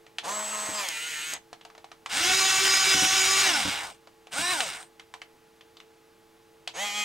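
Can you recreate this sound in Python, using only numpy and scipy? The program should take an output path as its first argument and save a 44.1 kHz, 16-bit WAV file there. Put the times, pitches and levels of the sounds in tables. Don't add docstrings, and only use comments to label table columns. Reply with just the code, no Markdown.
import sys
import numpy as np
from scipy import signal
from scipy.fft import rfft, irfft
from scipy.io import wavfile
from scipy.ndimage import uniform_filter1d

SR = 44100
rng = np.random.default_rng(int(sys.argv[2]) if len(sys.argv) > 2 else 0)


def pcm_store(signal):
    levels = np.round(np.clip(np.atleast_2d(signal), -1, 1) * 32767)
    wavfile.write(sys.argv[1], SR, levels.astype(np.int16).T)


N = 310464
T = np.arange(N) / SR
HZ = np.fft.rfftfreq(N, 1 / SR)
EDGE_HZ = 15850


def amp(db):
    return 10 ** (np.asarray(db) / 20)


def unit(x):
    return x / np.sqrt(np.mean(x ** 2) + 1e-20)


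def read(points, hz):
    f, value = np.transpose(points)
    return np.interp(np.log(hz + 1), np.log(f + 1), value)


def coloured(x, spectrum):
    return unit(irfft(rfft(x) * amp(read(spectrum, HZ)), N))


def resonate(x, hz, width):
    return unit(irfft(rfft(x) / (1 + ((HZ - hz) / width) ** 2), N))


def noise_band(hz, width):
    return resonate(rng.standard_normal(N), hz, width)


def drift(rate):
    lowpass = (HZ > 0) / (1 + (HZ / rate) ** 4)
    return unit(irfft(rfft(rng.standard_normal(N)) * lowpass, N))


def wander(rate, t):
    knots = np.arange(-1, T[-1] * rate + 1)
    return np.interp(t * rate, knots + rng.random(), rng.standard_normal(len(knots)))


def sway(crest_s, period_s, depth):
    return depth * np.cos(2 * np.pi * (T - crest_s) / period_s)


def add(mix, s, sound):
    part = mix[round(s * SR):][:len(sound)]
    part += sound[:len(part)]


def shaft(run, top_hz):
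    on_s, off_s, coast_s, spin_s, rise, fall, db = run
    spin = 1 - np.exp(-np.maximum(T - on_s, 0) / spin_s)
    coast = np.clip(1 - (T - off_s) / coast_s, 0, 1)
    gate = np.clip(np.minimum(T - on_s, off_s + coast_s - T) / .025, 0, 1)
    clatter_db = 1.5 * np.exp(-((T - off_s) / 0.03) ** 2)
    level = gate * amp(db + clatter_db) * spin ** rise * coast ** fall
    return top_hz * spin * coast ** 1.4, level, gate


def motor(run, full_hz, lines, grind, can, rough, lines_db, buzz_db, grind_db, brush_db, rattle_db, wobble,
          flutter=3, slack_db=-21):
    # multiple of the shaft speed, relative level in dB.
    slack_lines = [(3, 0), (5, -5), (11, -8)]
    hz, level, gate = run
    pace = np.clip(hz / full_hz, 0, 1)
    jerk = .4 * wobble + 0.045 * (1 - pace)
    angle = 2 * np.pi * np.cumsum(hz * (1 + wobble * drift(18) + jerk * drift(120))) / SR
    on = gate > 0
    whine, buzz, slack = np.zeros((3, N))

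    shake = rough + .8 * (1 - pace[on])
    for order, db in lines:
        swell = unit(amp(flutter * order / (order + 1) * wander(28, T[on])))
        slip = shake * wander(130, T[on])
        strength = amp(db) * swell * pace[on] ** (1 + order / 2)
        phase = round(order) * angle[on] + slip + 2 * np.pi * rng.random()
        whine[on] += np.sqrt(2) * strength * np.cos(phase)

    turn = angle[on] / (2 * np.pi) % 1
    for _ in range(3):
        harmonics = np.exp(2j * np.pi * rng.random(128))[:int(EDGE_HZ / full_hz)]
        cycle = irfft(harmonics, 2048)
        cycle -= cycle.mean()
        buzz[on] += wander(14, T[on]) * np.interp(turn, np.linspace(0, 1, len(cycle)), cycle)
    buzz[on] /= np.sqrt(uniform_filter1d(buzz[on] ** 2, SR // 50) + 1e-12)
    duty = np.sqrt(on.mean())

    catch = amp(2.3 * drift(250) + 1.6 * drift(25))
    scrape = unit((1 + 0.2 * np.cos(angle) + 0.18 * np.cos(2 * angle)) * catch)
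    grit = on * scrape * rng.standard_normal(N)
    shell = amp(buzz_db) * coloured(buzz, grind) + amp(grind_db) * coloured(grit, grind)

    rattle = (1 - pace) ** 0.42 * resonate(.8 * buzz + grit, 820, 240)

    for order, db in slack_lines:
        strength = amp(db + 4 * wander(50, T[on]))
        slack[on] += strength * np.cos(order * angle[on] + rough * wander(130, T[on]))
    slack *= 10 * pace ** 3 * (1 - pace)
    gears = amp(lines_db) * whine + amp(slack_db) * slack + duty * (shell + amp(rattle_db) * rattle)

    brushes = duty * sum(resonate(buzz + grit, can_hz, width) for can_hz, width in can)
    return level * gears + amp(brush_db) * gate * pace ** 0.42 * brushes


def tracks(lag=0.007):
    # switched on in seconds, switched off in seconds, coasting time in seconds, spin-up
    # time constant in seconds, power by which loudness follows speed spinning up, the same coasting,
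    # base level at full speed in dB.
    drive, drive_other, nudge_run = (2.08, 3.468, 0.512, 0.062, 1.2, 1.28, -21.5), (2.088, 3.405, 0.55, 0.07, 1.2, 1.1, -22), (4.304, 4.518, 0.378, 0.05, 1.1,
                                                                         1.45, -26.8)
    # time in seconds, turns per second.
    cruise_points = [(2.36, 386), (2.41, 387), (2.51, 381.5), (2.6, 385.5), (2.91, 384), (3.066, 376),
                     (3.142, 385.5), (3.235, 380), (3.3, 386.5)]
    # multiple of the shaft speed, relative level in dB.
    drive_lines, nudge_lines = [(1, -19.5), (2, -24), (3, -23.5), (5, -20), (6, -20.5), (7, -23), (8, -20),
                                (9, -20), (10, -22), (11, -21), (13, -20), (14, -19), (15, -18.5),
                                (16, -17), (17, -15.5), (18, -14)], [(1, -22), (2, -18.5), (3, -13), (5, -13.5), (7, -15.5),
                                                     (8, -17), (11, -11), (16, -16.5)]
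    # frequency in Hz, relative dB per Hz.
    grind = [(40, -24), (100, -13), (500, -19), (700, -10), (1600, -2.5), (3500, -1), (4500, -6),
             (8300, -6), (10300, -17), (15300, -22)]
    # frequency in Hz, half width in Hz.
    can = [(8650, 700)]
    # frequency in Hz, lift in dB.
    chassis_modes = [(775, 4.5), (1450, 6.5), (2200, 5), (2830, 4), (3840, 3.5), (4985, 7), (5650, 4)]
    wobble, flutter = .0035, 5.3
    rough_drive, rough_nudge = .42, .66

    cruise = np.interp(T, *np.transpose(cruise_points))
    driving = shaft(drive, cruise)
    following = shaft(drive_other, cruise * (1 - lag))
    nudging = shaft(nudge_run, 372)
    lead = motor(driving, 375, drive_lines, grind, can, rough_drive, lines_db=-0.5, buzz_db=-12,
                 grind_db=-7.8, brush_db=-49, rattle_db=-20, wobble=wobble, flutter=flutter, slack_db=-15.5)
    follower = motor(following, 380, drive_lines, grind, can, rough_drive, lines_db=-2.5, buzz_db=-11.5,
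                     grind_db=-10, brush_db=-53, rattle_db=-24, wobble=wobble, flutter=flutter, slack_db=-25)
    nudge = motor(nudging, 356, nudge_lines, grind, can, rough_nudge, lines_db=1.5, buzz_db=-9,
                  grind_db=-6.5, brush_db=-44, rattle_db=-18, wobble=2 * wobble, flutter=flutter,
                  slack_db=-13.5)
    chassis_db = sum(db / (1 + ((HZ - hz) / 90) ** 2) for hz, db in chassis_modes)
    rumble = (driving[1] + nudging[1]) ** 0.7 * amp(-43 + 2 * drift(6)) * noise_band(95, 65)
    return irfft(rfft(lead + follower + nudge) * amp(chassis_db), N) + rumble


def boom():
    # switched on in seconds, switched off in seconds, coasting time in seconds, spin-up
    # time constant in seconds, power by which loudness follows speed spinning up, the same coasting,
    # base level at full speed in dB.
    boom_up, boom_down = (0.226, 1.326, 0.075, 0.026, 0.6, 1.6, -33.1), (6.726, 7.1, 0.058, 0.027, 2.1, 1.4, -32.7)
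    # from and until, in seconds.
    load_from, load_until = (0.75, 0.955)
    lift_sway, lower_sway = (1.068, 0.222, 4.2), (6.83, 0.17, 2.1)
    # multiple of the shaft speed, relative level in dB.
    light_lines, loaded_lines, down_lines = [(1, -18.5), (3, -10), (5, -6.5), (6, -10), (9, -10.5),
                                             (30, -11), (36, -9), (37, -4), (38, -9)], [(6, -20), (9, -13), (12, -12.5),
                                                                  (13, -11), (16, -14), (18, -9), (19, -12)], [(1, -24), (3, -18),
                                                                                        (4, -9), (6, -16),
                                                                                        (10, -8.5),
                                                                                        (12, -11),
                                                                                        (15, -10.5),
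                                                                                        (16, -9.5),
                                                                                        (19, -16),
                                                                                        (36, -15)]
    # frequency in Hz, relative dB per Hz.
    light_grind, loaded_grind, down_grind = [(150, -24), (450, -6.5), (950, 4), (1600, -2), (2900, -3.5),
                                             (5500, -7), (6550, -5), (7900, -8), (9600, -12), (15500, -23)], [(150, -17.5), (1000, -13), (1900, 0.5),
                                                                  (2900, 0.5), (5400, -10), (6550, -7),
                                                                  (8200, -13.5), (10300, -14), (15500, -22)], [(150, -27),
                                                                                        (680, -3),
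                                                                                        (1600, -6),
                                                                                        (2200, 1),
                                                                                        (5400, -8.5),
                                                                                        (6700, -3),
                                                                                        (8200, -17),
                                                                                        (10500, -14.5),
                                                                                        (15500, -27)]
    # frequency in Hz, half width in Hz.
    can = [(6550, 100), (8080, 260)]
    up_hz, down_hz, load_sag_hz = 212, 206.3, 56.5
    rough_light, rough_loaded = .24, .48

    load = np.clip((T - load_from) / (load_until - load_from), 0, 1)
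    sag_hz = np.sin(np.pi / 2 * load) ** 2 * (load_sag_hz - sway(*lift_sway))
    strain_db = 9 * np.sin(np.pi * np.sqrt(load)) ** 2
    lowering_sway = sway(*lower_sway)
    lifting = shaft(boom_up, up_hz - sag_hz)
    lowering = shaft(boom_down, down_hz + lowering_sway)
    light = motor(lifting, 201, light_lines, light_grind, can, rough_light, lines_db=-3, buzz_db=-6.5,
                  grind_db=-4.5, brush_db=-53, rattle_db=-5.0, wobble=0.00157)
    loaded = motor(lifting, 152, loaded_lines, loaded_grind, can, rough_loaded, lines_db=-2.5,
                   buzz_db=strain_db - 3.5, grind_db=strain_db - 7.5, brush_db=-46.5, rattle_db=-6.5,
                   wobble=0.0033, flutter=4.5)
    down = motor(lowering, 197, down_lines, down_grind, can, rough_light, lines_db=0.5, buzz_db=-3,
                 grind_db=-8.5, brush_db=-53.5, rattle_db=-2, wobble=0.0015)
    return (1 - load) * light + np.sqrt(load) * amp(-2.2) * loaded + amp(lowering_sway) * down


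def rasps(stutter_hz=170, stutter_db=4.5, width_hz=420):
    # time of the crest in seconds, length in seconds, level in dB, centre frequency in Hz.
    rasp_rows = [(0.295, 0.055, -41, 620), (0.39, 0.06, -43, 900), (0.54, 0.035, -42, 2800),
                 (0.785, 0.045, -38.5, 4950), (3.465, 0.025, -34, 900), (3.53, 0.06, -30, 5300),
                 (3.53, 0.04, -33, 3550)]
    out, t = np.zeros(N), np.arange(SR // 4) / SR
    for s, length, db, hz in rasp_rows:
        tone = 1 / (1 + ((np.fft.rfftfreq(len(t), 1 / SR) - hz) / width_hz) ** 2) ** 2
        teeth = rng.standard_normal(len(t)) * amp(stutter_db * wander(stutter_hz, t))
        swell = np.exp(-2 * ((t - t.mean()) / length) ** 2)
        add(out, s - t.mean(), amp(db) * swell * unit(irfft(rfft(teeth) * tone, len(t))))
    return out


def skips(crack_s=0.003):
    # start in seconds, level in dB.
    skip_rows = [(0.887, -22.5), (1.336, -24.5)]
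    cracks = sum(amp(db) * (T >= s) * np.exp(-abs(T - s) / crack_s) for s, db in skip_rows)
    return noise_band(6800, 3000) * cracks


def clicks(snap_s=0.0024, ring_s=0.017, ring_db=-12, gain_db=-3.9, note_db=9, note_octaves=0.55,
           dull_hz=9000, dull_db=-32.5):
    # start in seconds, level in dB before the common gain, note of the part that snaps in Hz.
    click_rows = [(0.065, -39, 2000), (0.184, -18, 3300), (1.529, -29, 751), (1.611, -38, 2980),
                  (1.65, -31, 773), (1.7, -39, 1200), (1.75, -39, 921), (1.779, -35, 684),
                  (1.843, -34, 770), (1.916, -32, 1230), (2.06, -21.5, 982), (4.072, -37.5, 678),
                  (4.27, -36, 764), (4.604, -11.5, 2500), (4.996, -31, 1960), (5.139, -27, 958),
                  (5.217, -30, 2240), (5.609, -40, 3160), (5.769, -38.5, 4000), (5.801, -35, 2310),
                  (6.675, -19, 3440)]
    # frequency in Hz, relative dB per Hz.
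    colour = [(250, -22), (750, 3.5), (1600, -2), (3200, -1), (8000, -9), (15800, -32)]
    out, t, hz = np.zeros(N), np.arange(4096) / SR, np.fft.rfftfreq(4096, 1 / SR)
    decay = np.exp(-t / snap_s) + amp(ring_db) * np.exp(-t / ring_s)
    fall = decay * (1 - np.exp(-t / 0.00072))
    for s, db, note_hz in click_rows:
        octaves_off = np.log2((hz + 1) / note_hz)
        colour_db = read(colour, hz) + note_db / (1 + (octaves_off / note_octaves) ** 2)
        softness = 1 / (1 + (hz / dull_hz) ** 2 * amp(dull_db - db) / 2)
        shell = unit(irfft(rfft(rng.standard_normal(len(t))) * amp(colour_db) * softness))
        add(out, s, amp(db + gain_db) * fall * shell)
    return out


def bumps(gain_db=-6, bounce_s=0.024, bounce_db=-4):
    # start in seconds, level in dB before the common gain.
    bump_rows = [(0.686, -30), (2.284, -32), (2.944, -23), (3.022, -21), (3.652, -21), (4.388, -29)]
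    # nominal frequency in Hz, relative level in dB, time to decay by 60 dB in seconds.
    table_modes = [(102, -8, 0.16), (192.7, -3, 0.11), (289, 2, 0.072), (517, -5, 0.066)]
    out, t = np.zeros(N), np.arange(SR // 4) / SR
    for s, db in bump_rows:
        for delay, blow_db in [(0, 0), (bounce_s, bounce_db)]:
            ring = np.zeros(len(t))
            for hz, mode_db, t60 in table_modes:
                phase = 2 * np.pi * (hz * rng.uniform(.93, 1.07) * t + rng.random())
                ring += amp(mode_db - 60 * t / t60) * np.sin(phase)
            add(out, s + delay, amp(db + blow_db + gain_db) * ring * (1 - np.exp(-t / 0.0027)))
    return out


def room(x, t60=0.16, wet_db=-12.5):
    t = np.arange(SR // 3) / SR
    sparse = rng.random((2, len(t))) < 3000 / SR
    taps = rng.standard_normal((2, len(t))) * sparse * (t > .002) * amp(-60 * t / t60)
    taps = signal.lfilter([1], [1, -0.25], taps)
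    taps /= np.linalg.norm(taps, axis=1, keepdims=True)
    return x + amp(wet_db) * signal.fftconvolve(x[None], taps, axes=1)[:, :N]


def background(air_db=-62, hum_db=1.3, apart_db=-13):
    # frequency in Hz, rms level in dB before the common hum gain.
    hum_lines = [(333.8, -69), (446.8, -65), (839.8, -71)]
    # frequency in Hz, relative dB per Hz.
    air = [(30, -9), (120, -4.5), (380, -5), (620, -6.5), (1100, -8), (3000, -13.5), (15500, -25.5)]
    hum = np.zeros(N)
    for hz, db in hum_lines:
        strength = np.sqrt(2) * amp(db + hum_db + 1.3 * drift(7))
        hum += strength * np.sin(2 * np.pi * hz * T + 0.64 * drift(6))
    shared, left, right = (coloured(rng.standard_normal(N), air) for _ in range(3))
    return hum + amp(air_db) * (shared + amp(apart_db) * np.array([left, right]))


def scene():
    return room(tracks() + boom() + rasps() + skips() + clicks() + bumps()) + background()


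def record(dry):
    # frequency in Hz, phase by which left leads in radians.
    port_phase = [(0, 0), (340, -0.55), (860, -0.85), (1890, -0.55), (6030, -0.24), (15500, 0.0)]
    # frequency in Hz, level of left minus right in dB.
    port_balance = [(100, -2), (300, -3.1), (700, -0.2)]
    half = np.exp(.5j * read(port_phase, HZ)) * amp(read(port_balance, HZ) / 2)
    ports = irfft(rfft(dry) * np.array([half, 1 / half]), N)
    lowpass = signal.firwin(511, EDGE_HZ, window=("kaiser", 9), fs=SR)
    return signal.oaconvolve(ports, lowpass[None], "same")


dry = scene()
out = record(dry)
pcm_store(out)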